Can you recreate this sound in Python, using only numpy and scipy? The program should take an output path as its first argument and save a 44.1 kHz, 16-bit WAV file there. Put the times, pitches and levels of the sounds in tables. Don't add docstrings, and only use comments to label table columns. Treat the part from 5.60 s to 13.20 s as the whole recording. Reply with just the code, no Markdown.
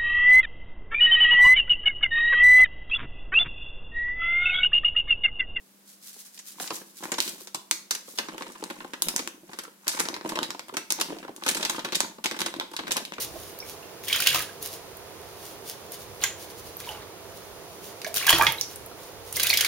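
import sys
import numpy as np
from scipy import signal
from scipy.fft import rfft, irfft, next_fast_len
from scipy.io import wavfile
from scipy.ndimage import map_coordinates

SR = 44100
rng = np.random.default_rng(int(sys.argv[2]) if len(sys.argv) > 2 else 0)


def unload_audio(sound):
    columns = np.transpose(np.atleast_2d(sound))
    steps = np.round(np.clip(columns, -1, 1) * 32767)
    wavfile.write(sys.argv[1], SR, steps.astype(np.int16))


N = 335160
TOP_HZ = 16150

# (frequency [Hz], likeness [0 to 1])
NEAR_ALIKE = [(60, 0.97), (130, 0.83), (290, 1), (640, 0.69), (1400, 0.91), (3000, 0.17), (15000, 0.012)]
# (frequency [Hz], likeness [0 to 1])
ROOM_ALIKE = [(130, 0.4), (290, 0.77), (640, 0.36), (1400, 0.013)]


def amp(db):
    return 10 ** (np.asarray(db) / 20)


def unit(x):
    return x / np.sqrt(np.mean(x ** 2) + 1e-20)


def along(points, hz):
    point_hz, values = np.transpose(points)
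    return np.interp(np.log(hz + 1), np.log(point_hz + 1), values)


def gains(rows, rise_db_per_s, fall_db_per_s):
    t = np.arange(N) / SR
    start, hold, *levels = np.transpose(rows)[:, :, None]
    before_db = rise_db_per_s * np.maximum(start - t, 0)
    after_db = fall_db_per_s * np.maximum(t - start - hold, 0)
    return [amp(np.max(db - before_db - after_db, axis=0)) for db in levels]


def filtered(x, response):
    n = x.shape[-1]
    padded = next_fast_len(n + n // 8, True)
    spectrum = rfft(x, padded) * response(np.fft.rfftfreq(padded, 1 / SR))
    return irfft(spectrum, padded)[..., :n]


def coloured(x, colour):
    return filtered(x, lambda hz: amp(along(colour, hz)))


def band(x, lo_hz, hi_hz):
    sos = signal.butter(2, [lo_hz, min(hi_hz, TOP_HZ)], "band", fs=SR, output="sos")
    return signal.sosfilt(sos, x)


def wobble(rate):
    knots = rng.standard_normal(int(N * rate / SR) + 4)
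    return map_coordinates(knots, [np.arange(N) * rate / SR])


def jerks(size, depth_db, rate):
    knots = rng.uniform(-1, 1, 200)
    return amp(depth_db * map_coordinates(knots, [np.arange(size) * rate / SR], order=1, mode="mirror"))


def stereo(pair, alike):
    def mid_side_gains(hz):
        angle = np.arccos(np.clip(along(alike, hz), -1, 1)) / 2
        return np.array([np.cos(angle), np.sin(angle)])

    mid, side = filtered(pair, mid_side_gains)
    return np.array([mid + side, mid - side])


def grains(rate, spread_db, t60):
    hits = rng.random(N) < rate / SR
    sizes = hits * amp(spread_db * np.minimum(rng.exponential(size=N), 3))
    power_kept = np.exp(-2 * np.log(1000) / (t60 * SR))
    power = signal.lfilter([1], [1, -power_kept], sizes ** 2)
    return unit(np.sqrt(power) * rng.standard_normal((2, N)))


def fade(t60, rise_s):
    t = np.arange(SR // 12) / SR
    return unit(-np.expm1(-t / rise_s) * np.exp(-np.log(1000) * t / t60))


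def own_tones(size, spacing_hz, depth_db):
    knots_db = depth_db * rng.uniform(-1, 1, 400)

    def ripple(hz):
        return amp(map_coordinates(knots_db, [hz / spacing_hz], mode="mirror"))

    return filtered(stereo(rng.standard_normal((2, size)), NEAR_ALIKE), ripple)


def film_part(excitation, lo_hz, hi_hz):
    burst = band(excitation, lo_hz, hi_hz)
    return burst / np.sqrt(np.mean(burst[:, :SR // 100] ** 2))


def background(hiss_db):
    # (frequency [Hz], speed of the wobble [points per s], level before the wobble [dB])
    hum_notes = [(197.3, 3.5, -67)]
    # (frequency [Hz], level [dB])
    hiss_colour = [(25, -22), (110, -12), (170, 10), (310, 6.5), (400, 4.5), (700, 0.5), (3000, -3.5),
                   (13000, -2), (16000, -6)]
    t = np.arange(N) / SR
    hum = 0
    for hz, rate, db in hum_notes:
        level = amp(db + wobble(rate))
        hum = hum + level * unit(np.sin(2 * np.pi * hz * t + 0.76 * wobble(rate)))
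    noise = stereo(rng.standard_normal((2, N)), ROOM_ALIKE)
    return hum + amp(hiss_db) * unit(coloured(noise, hiss_colour))


def kitchen(x, gap_s, count=76):
    # (frequency [Hz], time [s])
    echo_t60 = [(200, 1), (600, 0.5), (1500, 0.35), (4000, 0.35), (9000, 0.31), (15000, 0.35)]
    # (frequency [Hz], level [dB])
    echo_colour = [(150, -11), (500, -8), (1500, -8), (4000, -6.5), (9000, -8.5), (15000, -7.5)]
    out = np.zeros((2, N + SR))
    for piece in np.array_split(np.arange(N), count):
        hz, t, noise = signal.stft(rng.standard_normal((2, SR // 2)), SR, nperseg=256)
        t60 = along(echo_t60, hz)[:, None]
        decay = np.exp(-np.log(1000) * t / t60) * np.sqrt(2 * np.log(1000) / (t60 * SR))
        colour = amp(along(echo_colour, hz))[:, None]
        tail = signal.istft(noise * decay * colour, SR, nperseg=256)[1]
        wet = signal.fftconvolve(x[None, piece], stereo(tail, ROOM_ALIKE), axes=1)
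        out[:, piece[0] + round(gap_s * SR):][:, :wet.shape[1]] += wet
    return out[:, :N]


def resonate(x, level_db):
    # (frequency [Hz], width [Hz], lift [dB])
    peaks = [(340, 66, 8), (535, 75, 6), (901, 43, 7), (1013, 160, 4), (1515, 210, 2.5), (3850, 230, 2.5),
             (4260, 2300, 0.5), (14360, 2850, 11)]

    def lift(hz):
        total = 1
        for centre, width, db in peaks:
            peak = 1j * hz * width / (centre * centre - hz * hz + 1j * hz * width)
            total = total + (amp(db) - 1) * peak
        return total

    return amp(level_db) * filtered(x, lift)


def powder(level_db):
    # (start [s], hold [s], level before level_db [dB])
    slides = [(0.28, 0.052, -55.5), (0.435, 0.01, -52), (0.468, 0.024, -45.5), (0.535, 0.011, -51),
              (0.565, 0.042, -49), (0.66, 0.0088, -52.5), (0.745, 0.03, -54), (0.878, 0.013, -43),
              (1.015, 0.013, -37), (1.14, 0.019, -39.5), (1.27, 0.034, -57), (1.376, 0.0046, -45.5),
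              (1.435, 0.0052, -43), (1.62, 0.049, -41), (1.677, 0.018, -42), (1.805, 0.0026, -44.5),
              (2.48, 0.035, -47.5), (2.56, 0.027, -50.5)]
    # (frequency [Hz], level [dB])
    skid_colour = [(500, -31), (1500, -4), (2500, -5), (4000, 1.5), (7000, 4), (10000, 2.5), (13000, 1.5),
                   (16000, -4.5)]
    flow, = gains(slides, rise_db_per_s=501, fall_db_per_s=265)
    skids = grains(rate=2300, spread_db=2.8, t60=0.004)
    clumps = amp(1.3 * wobble(55))
    return amp(level_db) * flow * unit(clumps * coloured(skids, skid_colour))


def handling(flap, crinkle, flap_db, crinkle_db):
    # (frequency [Hz], level [dB])
    flutter_colour = [(30, 0), (100, -45), (170, 13), (300, 5), (430, 0.5), (680, 3.5), (1000, -26),
                      (1500, -10), (3000, -1), (6000, -65)]
    # (low edge [Hz], high edge [Hz], rate [ticks per s], 60 dB fade [s], level in the mix [dB])
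    wrinkles = [(740, 2600, 90, 0.018, -5.5), (1820, 5500, 120, 0.014, -11.5), (4940, 9500, 210, 0.018, -5)]
    flutter = stereo(grains(rate=170, spread_db=8.0, t60=0.012), NEAR_ALIKE)
    flutter = unit(coloured(flutter, flutter_colour))
    ticks = 0
    for lo, hi, rate, t60, db in wrinkles:
        size_ticks = stereo(grains(rate, spread_db=0.0, t60=t60), NEAR_ALIKE)
        ticks = ticks + amp(db) * unit(band(size_ticks, lo, hi))
    return amp(flap_db) * flap * flutter + amp(crinkle_db) * crinkle * ticks


def flaps(level_db, thud_t60, panel_t60):
    # (time [s], thud of the whole pouch [dB], pop of the panel [dB], pitch of the pop [Hz])
    flips = [(0.562, -54, -58, 636), (0.982, -55, -47, 905), (1.002, -45, -33.5, 670),
             (1.028, -48, -48, 900), (1.1135, -38.5, -37.5, 970), (1.122, -39.5, -40.5, 890),
             (1.214, -45, -46, 1500), (1.405, -47, -49, 1090), (1.425, -41.5, -38, 900),
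             (1.492, -49, -46, 1150), (1.659, -43, -48, 900), (1.676, -40.5, -55, 1330),
             (1.733, -50, -66, 915), (1.807, -49, -53, 900), (2.481, -44.5, -48, 910),
             (2.536, -49, -57, 900), (2.587, -37, -45, 900), (2.64, -50, -54, 900), (2.7217, -52, -48, 950),
             (2.7442, -40, -40, 840), (2.808, -35.5, -34, 1000), (2.864, -49, -47, 1050),
             (2.8997, -44.5, -44.5, 1020), (2.953, -49, -41, 930), (3.025, -32.5, -37, 850),
             (3.1077, -40, -40, 970), (3.002, -48, -61, 900), (3.164, -48, -49, 1060),
             (3.204, -46, -35, 1500), (3.2449, -38.5, -37, 860), (3.537, -38, -44, 950),
             (3.595, -34.5, -40, 950), (3.743, -48, -81, 800), (3.776, -54, -71, 800),
             (3.832, -47.5, -72, 700), (3.893, -45.5, -45, 890), (4.0507, -59, -38.5, 1390),
             (4.078, -47, -48, 980), (4.338, -51, -41, 1110), (4.404, -36, -31, 1000),
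             (4.4984, -36, -41, 1110), (4.529, -38, -42, 770), (4.6432, -43, -51, 640),
             (4.648, -30.5, -35, 720), (4.696, -38, -42, 800), (4.658, -32.5, -32, 850),
             (4.719, -32, -31, 890), (4.772, -43, -28, 820), (4.8096, -38, -44, 620),
             (4.8229, -33.5, -34, 775), (4.888, -40, -57, 890), (4.9469, -42, -36, 960),
             (5.093, -47, -37, 950), (5.125, -39.5, -55, 1010), (5.141, -37, -45, 900),
             (5.387, -39, -33.5, 870), (5.4845, -40, -44, 960), (5.5032, -32.5, -37.5, 960),
             (5.5217, -33.5, -39, 610), (5.567, -42.5, -43, 710), (5.6, -50, -61, 900),
             (5.648, -39, -39.5, 1040), (5.6793, -56, -37, 940), (5.691, -35.5, -41, 794),
             (5.777, -47, -50.5, 1000), (5.8217, -46, -36, 940), (5.951, -35, -47, 795),
             (6.054, -60, -45, 1040), (6.281, -46, -42, 1100), (6.325, -33.5, -35, 910),
             (5.9968, -41, -36, 1140), (6.1461, -38, -34, 1210), (6.181, -31, -32.5, 1020),
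             (6.2704, -40, -53, 950), (6.4301, -38, -40, 820), (6.4444, -37, -35, 1120),
             (6.496, -48, -55, 890), (6.5832, -41, -43, 830), (6.655, -31.5, -31, 820),
             (6.7434, -45, -35, 1130), (6.962, -35.5, -48, 900), (6.9839, -38, -61, 790),
             (7.0096, -44, -29.5, 1060), (7.0175, -57, -39, 930), (7.0285, -42, -56, 890),
             (7.115, -44, -49, 960), (7.1352, -46, -36.5, 1040), (7.2348, -44, -38, 1380),
             (7.361, -42, -29.5, 1040), (7.3998, -47, -38.5, 840), (7.4189, -40, -44, 950)]
    thud_hz, tick_hz = (191, 427), (890, 3880)
    pop_spread = 2 ** 0.39
    tick_db = -4.5
    shapes = fade(thud_t60, rise_s=0.00065), fade(panel_t60, rise_s=0.00048), fade(0.028, rise_s=0.00025)
    out = np.zeros((2, N + SR))
    for s, thud_db, panel_db, hz in flips:
        bands = thud_hz, (hz / pop_spread, hz * pop_spread), tick_hz
        levels_db = thud_db, panel_db, panel_db + tick_db
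        for (lo, hi), shape, db in zip(bands, shapes, levels_db):
            noise = own_tones(len(shape), spacing_hz=139.0, depth_db=4)
            burst = film_part(shape * noise, lo, hi)
            out[:, round(s * SR):][:, :len(shape)] += amp(db + level_db) * burst
    return out[:, :N]


def settling(creases):
    level_db, rise_s, t60 = -23, 0.014, 0.16
    t = np.arange(SR // 4) / SR
    swell = -np.expm1(-t / rise_s) * np.exp(-np.log(1000) * t / t60)
    power = np.zeros(N + SR)
    for s, db, *_ in creases:
        power[round(s * SR):][:len(t)] += (amp(db + level_db) * swell) ** 2
    clicks = stereo(grains(rate=430, spread_db=2, t60=0.004), NEAR_ALIKE)
    return np.sqrt(power[:N]) * unit(band(clicks, 1500, 11000))


def small_creases(crinkle, count=60):
    typical_db, scatter_db = (-21.5, 3, -30, 4), 0.5
    moments = ((np.arange(count) + rng.random(count)) / count * (N - 1)).astype(int)
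    rows = np.array(typical_db) + scatter_db * rng.standard_normal((count, 4))
    creases = []
    for i, (db, *colour) in zip(moments, rows):
        creases.append((i / SR, db + 20 * np.log10(crinkle[i]), *colour))
    return creases


def fold_ring(x, hz):
    lift_db, narrowness_q = 3.5, 2.2
    peak = signal.lfilter(*signal.iirpeak(hz, narrowness_q, fs=SR), x)
    y = x + (amp(lift_db) - 1) * peak
    return y * np.linalg.norm(x) / np.linalg.norm(y)


def snaps(creases, crack_t60, sharp_db, boom_db):
    # (low edge [Hz], high edge [Hz], rise [s], 60 dB fade of the ring [s], trim [dB])
    film_parts = [(170, 477, 0.00089, 0.11, -7), (694, 2350, 0.0021, 0.053, 1.85),
                  (1970, 6100, 0.0013, 0.052, 0.5), (5120, 9950, 0.00054, 0.059, -1)]
    # (time [s], pitch of the fold [Hz])
    fold_tone = [(1.5, 7160), (1.62, 5760), (2.11, 3840), (2.31, 5900), (2.59, 3850), (3.42, 4320),
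                 (3.56, 6240), (4.28, 4930), (4.41, 5740), (4.8, 3800), (5.17, 2830), (5.3, 7000),
                 (5.41, 3680), (5.88, 3370), (6.35, 3600), (6.41, 6400), (6.64, 3600), (7.31, 3400)]
    thud_per_body, flex_per_body = 1.36, 0.95
    fold_scatter_oct = 0.081
    crack = fade(crack_t60, rise_s=0.00051)
    rings = [fade(t60, rise) for _, _, rise, t60, _ in film_parts]
    out = np.zeros((2, N + SR))
    for s, db, body_db, sparkle_db, sharpness_db in creases:
        run = jerks(len(crack), depth_db=3.5, rate=500)
        shift = 2 ** (fold_scatter_oct * rng.standard_normal())
        parts_db = thud_per_body * body_db, flex_per_body * body_db, 0, sparkle_db
        snap = 0
        for (lo, hi, _, _, trim_db), ring, part_db in zip(film_parts, rings, parts_db):
            shape = np.hypot(amp(sharpness_db + sharp_db) * crack, ring * run)
            noise = own_tones(len(shape), spacing_hz=820, depth_db=2.5)
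            burst = film_part(shape * noise, lo * shift, hi * shift)
            snap = snap + amp(part_db + trim_db) * burst
        fold_hz = np.interp(s, *np.transpose(fold_tone))
        out[:, round(s * SR):][:, :len(crack)] += amp(db) * fold_ring(snap, fold_hz)
    out = out[:, :N]
    air = signal.sosfilt(signal.butter(2, 70, fs=SR, output="sos"), out)
    return out + amp(boom_db) * air


def scene():
    # (time [s], level [dB], body against level [dB], sparkle against level [dB], crack over ring [dB])
    loud_creases = [(0.775, -45.5, -17, -8, -9), (0.7902, -44.5, -16, 3.5, -7), (0.9997, -40, -1, -6, 23),
                    (1.0292, -44, -14, -9, -5), (1.0428, -48, 1, -1, 26), (1.0727, -35.5, -19, -13, -11),
                    (1.1036, -35, 1, -15, -5), (1.153, -52.5, -14, 15, 2), (1.4341, -43, 4.5, 0, -12),
                    (1.4548, -47.5, 10, -12, 20), (1.5183, -34, 4, 7, 6), (1.539, -33.5, -6.5, -14, -8),
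                    (1.582, -31, -0.5, -2, -3), (1.6031, -20.5, -32, -3.5, 22), (1.621, -37, -23, -6, 3),
                    (1.677, -33.5, -19, -4, 8), (1.692, -44, -14, 9, 15), (1.8724, -43.5, -3.5, -0.5, 14),
                    (1.945, -35, -1.5, 7, -13), (2.1114, -22, -11.5, 0.5, 17),
                    (2.3077, -24, -10.5, -6, -13), (2.3106, -30, -6.5, 3.5, 21),
                    (2.3493, -31.5, -10, -4, 1), (2.575, -40.5, -8, -2, -8), (2.5863, -24, -7.5, -10, 14),
                    (2.627, -58, -3, -14, 5), (2.6855, -42.5, 4.5, -17, 11.5), (2.7806, -43, 3, -2.5, 18),
                    (2.822, -40, 1.5, -11, 14), (2.866, -51, 4, -8, 8), (2.881, -56, -12, 4, 17),
                    (2.921, -66, -13, 19, 16), (3.0393, -43, 2, 9, 21), (3.1001, -44, 7, -0.5, 6),
                    (3.3348, -40, 5, -7, 11.5), (3.4211, -34, -2.5, 14, 22), (3.4849, -27.5, -7, 2, 15),
                    (3.5624, -31, -4, 9.5, 22), (3.58, -38, -2, -1, 20), (3.5925, -31, -5, -9, 13),
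                    (3.6752, -34, -2.5, 0, 22.5), (3.9324, -46, 3.5, -8, 9), (3.9879, -35.5, -0.5, -2, 13),
                    (4.0359, -51.5, 1.5, 9, 9), (4.2692, -44, 5.5, -1, 15), (4.2795, -28, -8.5, 7.5, 10),
                    (4.2931, -35, -9, 6, 9), (4.3159, -36, -24, -3, -10), (4.3386, -46, -5, 2, 8),
                    (4.3894, -35, 0.5, -5, 3), (4.3963, -31, -6, 6.5, -12), (4.4027, -29, 1, 1, 20),
                    (4.453, -37, 0, -13, -9), (4.4863, -30.5, -3.5, -14, 20), (4.5414, -34, -4, -24, 13),
                    (4.5645, -45, 6, -8, 16), (4.611, -49, 7.5, -18, 22), (4.6902, -36.5, -3, 3, -2),
                    (4.7545, -37, 4, -5, -24), (4.7892, -32.5, 3.5, -27, 28), (4.8301, -29.5, -3.5, -2, 15),
                    (4.8441, -43, -7, -7, 8), (4.9052, -32.5, -5.5, -7.5, 17.5), (4.9941, -38, -1, -6, 18),
                    (5.083, -56.5, 7, 8, 8), (5.139, -45, 2.5, 2.5, 7), (5.1687, -29.5, -2, 1.5, 11),
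                    (5.3041, -25, -15, 0, 12.5), (5.3224, -32.5, -4.5, 10.5, 26),
                    (5.3991, -35.5, -1.5, 1.5, 7), (5.4103, -25, -5.5, 1.5, -17),
                    (5.586, -43.5, -10, -10, 15), (5.6286, -52, 7.5, -28, 12), (5.7632, -50, -5, 8, 17),
                    (5.8366, -37, -8, -5, 25), (5.8626, -30.5, 1.5, 2, -4), (5.88, -26, -26, -12, 20),
                    (5.8858, -23.5, -5.5, 3.5, -15), (5.9129, -37, -24, 8, 12), (5.9479, -32, -7, 2.5, 12),
                    (5.9679, -34.5, -0.5, 4.5, 5), (6.01, -37.5, -4, -2, 12), (6.0278, -26, -7, -11, 12),
                    (6.0504, -24, -10, -14, 15), (6.0956, -28.5, -3, 3.5, -8), (6.1599, -38, -7, -8, 2),
                    (6.1928, -35.5, -1.5, -22, 14), (6.247, -32.5, 0, -4, -7), (6.2878, -45, 2, -15, 19),
                    (6.3221, -31.5, -14, -14, 15), (6.3291, -32, -4.5, -26, 3), (6.3471, -25, -14, -29, 3),
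                    (6.3535, -28.5, -14, 6.5, 4), (6.4045, -24.5, -4, 3, 19.5), (6.6402, -28, -6.5, -4, 0),
                    (6.6584, -23.5, -12, -4.5, 15), (6.712, -35, 1, -3, 13), (6.764, -45, 4, -1, 9),
                    (6.7901, -36, 0, 0.5, 11), (6.8033, -31.5, -5, 1, -13), (6.817, -27, -2, -7, 18.5),
                    (6.8608, -30, -2.5, 1.5, 7.5), (6.8839, -49, 8, -14, 24), (6.94, -40, 2, -17, 18),
                    (6.963, -44, -13, -5, 12), (6.9985, -30.5, -1, -39, 23), (7.115, -53, -4, 3, 13),
                    (7.134, -47.5, -10, 2, 0), (7.1653, -30.5, -21, -5.5, 13.5),
                    (7.1886, -36.5, 2.5, -14, -12), (7.268, -41, 2, -12, -10), (7.28, -49, 12.5, 8, 17),
                    (7.3085, -27, -5.5, -13, 6), (7.319, -26.5, -20, 2, 16), (7.367, -30.5, 0.5, 3.5, 8),
                    (7.3766, -34.5, -3, -12, -12), (7.4511, -35, -25, -10, 13),
                    (7.5214, -45.5, 6.5, -24, 26), (7.5341, -38.5, -8, -34, -22.5),
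                    (7.581, -50, 12.5, -41, -10)]
    # (start [s], hold [s], flutter [dB], crinkle [dB])
    squeezes = [(1.02, 0.036, -52, -40.5), (1.47, 0.23, -51.5, -44.5), (2.33, 0.03, -55, -48),
                (2.62, 0.64, -51, -47), (3.46, 0.035, -40.5, -41), (3.9, 0.031, -51, -47),
                (4.33, 0.035, -41, -31.5), (4.68, 0.018, -40, -38.5), (5.35, 0.18, -44.5, -45),
                (5.86, 0.25, -43, -37), (6.25, 0.23, -48.5, -54), (6.68, 0.14, -44.5, -69),
                (7.18, 0.5, -50.5, -59)]
    # (time [s], delay on the left [s])
    left_delay = [(1.2, 0.00006), (2.0, 0.00021), (5.7, 0.00018), (6.3, 0.00017), (7.3, 0.0002)]
    flap, crinkle = gains(squeezes, rise_db_per_s=239, fall_db_per_s=92)

    creases = list(loud_creases) + small_creases(crinkle)
    film = snaps(creases, crack_t60=0.0031, sharp_db=-13.5, boom_db=6.5)
    film = film + settling(loud_creases)
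    film = film + flaps(level_db=-4.5, thud_t60=0.044, panel_t60=0.037)
    film = film + handling(flap, crinkle, flap_db=-3.0, crinkle_db=-4.0)
    pouch = resonate(film, level_db=-1.5)
    pepper = powder(level_db=3.5)

    t = np.arange(N) / SR
    late = t - np.interp(t, *np.transpose(left_delay))
    left = map_coordinates(pouch[0], [late * SR], order=5)
    near = np.array([left, pouch[1]]) + pepper
    echo = kitchen((pouch + pepper)[1], gap_s=0.003)
    return near + echo + background(hiss_db=-58.5)


def record(dry):
    return filtered(dry, lambda hz: hz < TOP_HZ)


dry = scene()
out = record(dry)
unload_audio(out)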